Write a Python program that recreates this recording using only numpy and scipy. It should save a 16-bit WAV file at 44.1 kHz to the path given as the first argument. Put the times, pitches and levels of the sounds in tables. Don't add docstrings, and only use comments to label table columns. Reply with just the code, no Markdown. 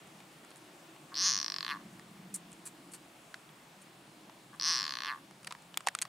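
import sys
import numpy as np
from scipy import signal
from scipy.fft import irfft
from scipy.io import wavfile

SR = 44100
rng = np.random.default_rng(int(sys.argv[2]) if len(sys.argv) > 2 else 0)


def store_pcm(level_fs):
    pcm = np.round(np.clip(level_fs, -1, 1) * 32767).astype(np.int16)
    wavfile.write(sys.argv[1], SR, np.atleast_2d(pcm).T)


def gain_from_decibels(decibels):
    exponent = np.asarray(decibels, float) / 20
    return 10 ** exponent


N = 268304
TIME = np.arange(N) / SR


def rms_one(x):
    return x / np.sqrt(np.mean(x ** 2) + 1e-20)


def at_hz(points, hz):
    points_hz, values = np.transpose(points)
    return np.interp(np.log(hz), np.log(points_hz), values)


def drift(rate_hz):
    r = np.exp(-80 * np.pi * rate_hz / SR)
    white = rng.standard_normal(N // 40 + 2002)
    slow = signal.lfilter([1], [1, -2 * r, r * r], white)[2000:]
    return np.interp(np.arange(N) / 40, np.arange(len(slow)), rms_one(slow))


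def band(x, low_hz, high_hz, order=2):
    edges = [low_hz, min(high_hz, .45 * SR)]
    return signal.sosfilt(signal.butter(order, edges, "band", fs=SR, output="sos"), x)


def modes(table, hz):
    return sum(gain_from_decibels(db) * 1j * hz * width / (top ** 2 - hz ** 2 + 1j * hz * width) for top, width, db in table)


def add(out, s, sound):
    i = int(s * SR)
    out[..., i:i + sound.shape[-1]] += sound[..., :N - i]


# f/Hz, likeness/0..1
LIKENESS = [(60, 1.0), (130, 1.0), (290, 0.99), (640, 0.73), (1410, 0.44), (3100, 0.56), (6820, 0.77),
            (15000, 1.0)]


def banded_noise(spectrum, patchy_db, order):
    out, white = 0, rng.standard_normal((2, 2, N))
    edges = np.geomspace(spectrum[0][0], spectrum[-1][0], 18)
    for k, (low, high) in enumerate(zip(edges, edges[1:])):
        mid, side = band(white[k % 2], low, high, order=order)
        hz = np.sqrt(low * high)
        alike = np.clip(at_hz(LIKENESS, hz), 0, 1)
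        gain = gain_from_decibels(at_hz(spectrum, hz) + patchy_db * drift(4.0))
        out = out + gain * (np.sqrt(1 + alike) * mid + np.sqrt(1 - alike) * side * [[1], [-1]])
    return rms_one(out)


# f/Hz, level/dB per Hz
HISS = [(400, -5.5), (650, 2), (1050, -0.5), (1500, -3.5), (3000, -6), (5500, -12.5), (7000, -14.5),
        (8700, -8.5), (10500, -19), (13000, -21.5), (16500, -19)]


def forest_hiss():
    start_db, fade_db_per_s = -57.5, 0.33
    top = signal.cheby2(16, 50, 16100, fs=SR, output="sos")
    hiss = signal.sosfilt(top, banded_noise(HISS, patchy_db=0.9, order=2))
    return gain_from_decibels(start_db - fade_db_per_s * TIME + np.array([[.35], [-.35]])) * hiss


def swells(rows):
    return sum(gain_from_decibels(db - 11.5 * ((TIME - s) / half) ** 2) for s, db, half in rows)


# f/Hz, level/dB per Hz
RUMBLE = [(20, -36), (60, -15), (105, -21.5), (125, -3.5), (165, 2), (250, -5.5), (340, -2.5), (420, -12.5),
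          (520, -21)]
# t/s, level/dB
TRAFFIC = [(0.0, -55), (0.8, -62.5), (1.25, -55.5), (1.55, -59), (1.85, -54), (3.0, -58.5), (3.9, -60),
           (4.6, -57.5), (6.08, -60.5)]
# t/s, level/dB, half length/s
LOW_ENGINE = [(0.0, -61, 0.076), (1.37, -51, 0.13), (1.85, -47.5, 0.14), (2.3, -46, 0.33),
              (4.15, -57.5, 0.31), (5.72, -56, 0.069)]
HIGH_ENGINE = [(0.1, -64, 0.66), (1.0, -56, 0.54), (1.78, -56, 0.17), (2.78, -57.5, 0.44),
               (4.2, -59.5, 0.54), (4.78, -59, .12), (5.2, -64, 0.26)]


def traffic():
    rumble = gain_from_decibels(np.interp(TIME, *np.transpose(TRAFFIC)) - 3.5) * banded_noise(RUMBLE, patchy_db=2.0, order=3)
    white = rng.standard_normal((2, N))
    low_drone = gain_from_decibels(-10.0) * swells(LOW_ENGINE) * rms_one(band(white[0], 170.4, 210.4))
    high_drone = gain_from_decibels(-5.0) * swells(HIGH_ENGINE) * rms_one(band(white[1], 281, 361.0))
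    return rumble + low_drone + high_drone


# t/s, level/dB, hold/s, t60/s, dull part level/dB
RUSTLES = [
    (0.068, -63, .006, .03, -27),
    (0.566, -60, .011, .04, -20),
    (2.34, -35.5, 0.0088, 0.074, -19),
    (2.653, -45, 0.021, 0.061, -10.5),
    (2.915, -54.5, 0.01, .03, -16),
    (2.934, -47, 0.013, 0.065, -6.5),
    (3.813, -60, 0.012, .032, -8),
    (5.469, -42.5, 0.0014, 0.013, 2),
    (6.018, -45, .007, 0.047, 1),
]


def rustles():
    grains = rng.standard_normal((2, N)) * gain_from_decibels(2.2 * drift(500))
    grains = grains[0] + 0.32 * grains[1] * np.array([[1], [-1]])
    bright = rms_one(band(grains, 7400, 10000) + 0.24 * band(grains, 5700, 11700))
    dull = rms_one(band(grains, 1030, 2600) + 1.46 * band(grains, 4400, 4740))
    out, rise_s = 0, 0.0027
    for s, db, hold, t60, dull_db in RUSTLES:
        rise = np.clip((TIME - s) / rise_s, 0, 1)
        fall_db = -60 * np.clip(TIME - s - rise_s - hold, 0, 1) / t60
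        out = out + rise * gain_from_decibels(db + fall_db) * (bright + gain_from_decibels(dull_db) * dull)
    return out


# t/s, peak level/dB, ring f/Hz, brightness/dB
TICKS = [(0.203, -37, 870, -3), (0.448, -41, 1800, 0), (0.505, -42.5, 1170, 6.5), (0.514, -34.5, 1100, -20),
         (0.559, -37.5, 7540, 7.5), (0.962, -38, 1080, -22), (1.995, -35, 1920, -8),
         (2.518, -43.5, 9150, 14), (2.529, -41, 6900, 13), (2.534, -46, 3340, 5), (3.342, -22.5, 1560, -11),
         (3.491, -34.5, 3380, -21), (4.296, -35, 925, -40), (4.56, -48.5, 991, 7), (5.31, -39, 860, -3)]
# t/s, peak level/dB, ring f/Hz, brightness/dB
CLICKS = [(5.431, -42.5, 896, 0), (5.446, -28.5, 2780, -0.5), (5.473, -17, 1930, -11),
          (5.508, -23.5, 1070, -24), (5.512, -28, 1040, -14), (5.523, -23, 1200, -5.5),
          (5.55, -32.5, 1050, -41), (5.622, -51, 993, 9.5), (5.742, -24.5, 3030, -18),
          (5.773, -10.5, 3360, 0.5), (5.806, -29.5, 1180, -10), (5.866, -26, 3370, 0),
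          (5.871, -8, 897, -8.5), (5.872, -21.5, 633, -40), (5.885, -11, 1900, -6.5),
          (5.95, -16.5, 1340, 2), (5.988, -19.5, 3380, -1), (6.016, -19, 8900, 9.5), (6.021, -14, 7500, 6),
          (6.023, -11.5, 8500, -35), (6.027, -21.5, 6760, 4), (6.052, -24.5, 1230, -16),
          (5.7749, -8.5, 13400, -60)]


def clicks():
    knocks = TICKS + CLICKS
    out, t = np.zeros((2, N)), np.arange(2000) / SR
    noise = rng.standard_normal((len(knocks), 3, len(t)))
    for (s, db, hz, bright_db), (centre, sharp, side) in zip(knocks, noise):
        octaves = np.log2(hz / 1000)
        t60 = 0.018 - 0.0023 * octaves
        low_db = db - 14.5 - 6.5 * octaves
        high_db = db + bright_db
        blow = np.minimum(t / .0004, 1) * (gain_from_decibels(-60 * t / t60) + gain_from_decibels(-26 - 60 * t / (3.0 * t60)))
        crackle = (centre + .3 * side * np.array([[1], [-1]])) * blow
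        ring = np.sin(2 * np.pi * hz * t * (1.05 - 18 * t))
        ring = ring * np.minimum(t / .001, 1) * gain_from_decibels(db - 8 - 60 * 1.3 ** octaves * t / t60)
        low = band(crackle, 850, 2590) * gain_from_decibels(low_db + 11.0)
        middle = band(crackle, 1490, 4950) * gain_from_decibels(db - 8.5 + 0.16 * bright_db)
        high = band(sharp * blow ** 2.9, 6300, 10300, order=3)
        shrill = gain_from_decibels(0.79 * db - 11.0) * band(sharp * blow ** 6.0, 13000, 15100)
        add(out, s, ring + low + middle + (high + shrill) * gain_from_decibels(high_db))
    return out


def snap_times(pace):
    s, per_s = np.transpose(pace)
    t = np.arange(s[0], s[-1] + .003, 1 / SR)
    turns = np.cumsum(np.exp(np.interp(t, s, np.log(per_s)))) / SR
    return np.interp(np.arange(int(turns[-1]) + 1), turns, t)


# t/s, snap rate/per s
PACES = [
    [(1.1431, 81.4), (1.1693, 143.1), (1.264, 250.1), (1.322, 120.8), (1.4673, 52.9), (1.6068, 43.6),
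     (1.6729, 64.3), (1.7103, 176.0), (1.77, 84.9)],
    [(4.5982, 65.2), (4.6408, 135.9), (4.6899, 192.8), (4.8667, 74.4), (5.0012, 56.2), (5.063, 97.4),
     (5.0889, 179.5), (5.1757, 56.3), (5.185, 166.7)],
]
# t/s, mouth resonance f/Hz, effort level/dB
MOUTHS = [
    [(1.143, 4800, -33.5), (1.18, 5830, -30), (1.27, 6630, -25.5), (1.43, 6070, -30.5), (1.6, 5040, -29),
     (1.68, 4300, -28), (1.705, 3900, -29.5), (1.73, 2310, -35.5), (1.77, 1410, -36.5)],
    [(4.597, 5500, -30.5), (4.63, 5940, -29), (4.69, 6020, -26), (4.75, 5770, -27.5), (4.9, 4920, -30.5),
     (5.06, 4320, -31), (5.09, 3370, -35.5), (5.126, 2000, -36.5), (5.185, 1270, -46.5)],
]
# settled body share/dB, upper share/dB, rise of the upper resonance/Hz
POSTURES = [
    (-4.5, -10, 2),
    (-1, 9.5, 298),
]
# mouth f/Hz, upper f/Hz, share/dB
UPPER = [(1300, 1700, -23), (2230, 4200, 1.5), (3520, 4200, 4), (4540, 5250, -11.5), (6790, 8770, -9)]
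# t/s, length/s, snap rate/per s, mouth f/Hz, effort level/dB
CROAKS = [
    (1.1185, .0155, 155.0, 1860, -44),
    (4.531, .019, 128.0, 1950, -46),
    (1.788, .023, 88.0, 1300, -44),
]


def voice():
    settle_s, body_start_db, upper_start_db = 0.17, -7.5, -11.5
    rows, (mouths, uppers, shares) = [], np.transpose(UPPER)
    for pace, mouth, (body_db, upper_db, raised_hz) in zip(PACES, MOUTHS, POSTURES):
        at, (s, mouth_hz, effort_db) = snap_times(pace), np.transpose(mouth)
        hz = np.interp(at, s, mouth_hz)
        early = np.exp(-(at - at[0]) / settle_s)
        shut = np.clip((4740 - hz) / 1530, 0, 1)
        upper_hz = np.interp(hz, mouths, uppers) + raised_hz * (1 - shut)
        body_share = body_db + body_start_db * early + 8.5 * shut
        upper_share = upper_db * (1 - shut) + upper_start_db * early + np.interp(hz, mouths, shares)
        rows.append([at, hz, upper_hz, np.interp(at, s, effort_db), body_share, upper_share])
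    for s, length, per_s, hz, db in CROAKS:
        at = snap_times([(s, per_s), (s + length, per_s)])
        steady = (hz, np.interp(hz, mouths, uppers), db, 3.0, -25)
        rows.append([at] + [np.full(len(at), value) for value in steady])
    return np.concatenate(rows, axis=1)


def mouth_response(hz, mouth_hz, upper_hz, upper_db, wobble):
    u = 1j * hz / (mouth_hz * (1 + .012 * wobble))
    notches = (1 + u / 30 + u ** 2 / 1.178 ** 2) * (1 + u / 12 + u ** 2 / 1.86 ** 2)
    main_peak = 1 + u / (6.56 * mouth_hz / 5500) + u ** 2
    mouth = notches / main_peak / (1 + u / 1.6 + u ** 2 / 1.184 ** 2) / (1 + u / 1.29 + u ** 2 / 1.23 ** 2)
    shoulder = modes([(0.96 * mouth_hz, 220, 2.0)], hz)
    return mouth + shoulder + modes([(upper_hz, 0.17 * upper_hz, upper_db / 2)], hz) ** 2


def shrill_response(hz, mouth_hz):
    squeak_hz = 12950 - .8 * np.clip(4300 - mouth_hz, 0, 1600)
    shrill = modes([(11900, 700, -17), (squeak_hz, 800, -10), (14200, 600, -17)], hz) ** 2
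    return shrill / (1 + (hz / 15000) ** 12) / (1 + (2200 / mouth_hz) ** 4)


# f/Hz, width/Hz, level/dB
HEAD = [(4300, 850, -8.5), (5500, 2100, -3), (7240, 800, -34), (8500, 390, -10), (9150, 134, 2),
        (10200, 150, -2), (10900, 300, -4)]
BODY = [(1110, 135, 5.5), (1740, 480, 1), (2570, 300, -8), (3200, 450, -8), (3550, 250, -11)]
# f/Hz, width/Hz, depth/dB
VALLEYS = [(1450, 140, -2.5), (2280, 220, -6), (3760, 200, -14)]


def frog():
    at, *controls = voice()
    mouth_hz, upper_hz, snap_db, body_db, upper_db = (c[:, None] for c in controls)
    chance = rng.standard_normal((len(at), 3))
    hz = np.fft.rfftfreq(1024, 1 / SR)
    mouth = mouth_response(hz, mouth_hz, upper_hz, upper_db, chance[:, :1])
    answers_later = np.exp(-2j * np.pi * hz * 0.00021)
    body = gain_from_decibels(body_db + 0.56 * chance[:, 1:2]) * modes(BODY, hz) * answers_later
    low, high = 1j * hz / 3950, 1j * hz / 10700
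    head = modes(HEAD, hz) * low ** 2 / (1 + low / 1.34 + low ** 2) / (1 + high / 1.32 + high ** 2) ** 2
    v = 1j * hz / 1060
    radiation = (v ** 2 / (1 + v / 1.2 + v ** 2)) ** 3
    for middle, width, db in VALLEYS:
        radiation = radiation * (1 - (1 - gain_from_decibels(db)) * modes([(middle, width, 0)], hz))
    lead = np.exp(-2j * np.pi * hz * .001)
    effort = gain_from_decibels(snap_db + 21.5 + 0.14 * chance[:, 2:])
    snaps = irfft(effort * radiation * lead * (mouth * (head + body) + shrill_response(hz, mouth_hz)))
    out = np.zeros(N)
    for s, snap in zip(at - .00112 + .00006 * chance[:, 1], snaps):
        add(out, s, snap)
    return out


# delay t/s, level/dB
MUD_ECHOES = [(.0014, -23), (.0024, -18), (.0033, -21), (.0047, -25)]


def pool_edge(x):
    scatter_t60_s, forest_t60_s = .055, 0.61
    t = np.arange(12000) / SR
    scatter = rng.standard_normal((2, len(t))) * gain_from_decibels(-32.5 - 60 * t / scatter_t60_s)
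    trees = band(rng.standard_normal((2, len(t))), 1300, 5000, order=1) * gain_from_decibels(-52.5 - 60 * t / forest_t60_s)
    tail = scatter * (t > .001) + trees * (t > .01)
    tail[:, 0] = gain_from_decibels(np.array([.4, -.4]))
    for delay, db in MUD_ECHOES:
        tail[:, round(delay * SR)] += gain_from_decibels(db)
    return signal.fftconvolve(x[None], tail, axes=1)[:, :N]


def scene():
    return forest_hiss() + traffic() + rustles() + clicks() + pool_edge(frog())


def low_pass(x):
    return signal.sosfilt(signal.butter(12, 16830, fs=SR, output="sos"), x)


def record(dry):
    heard = signal.sosfilt(signal.cheby2(10, 40, 17000, fs=SR, output="sos"), dry)
    return low_pass(heard)


dry = scene()
out = record(dry)
store_pcm(out)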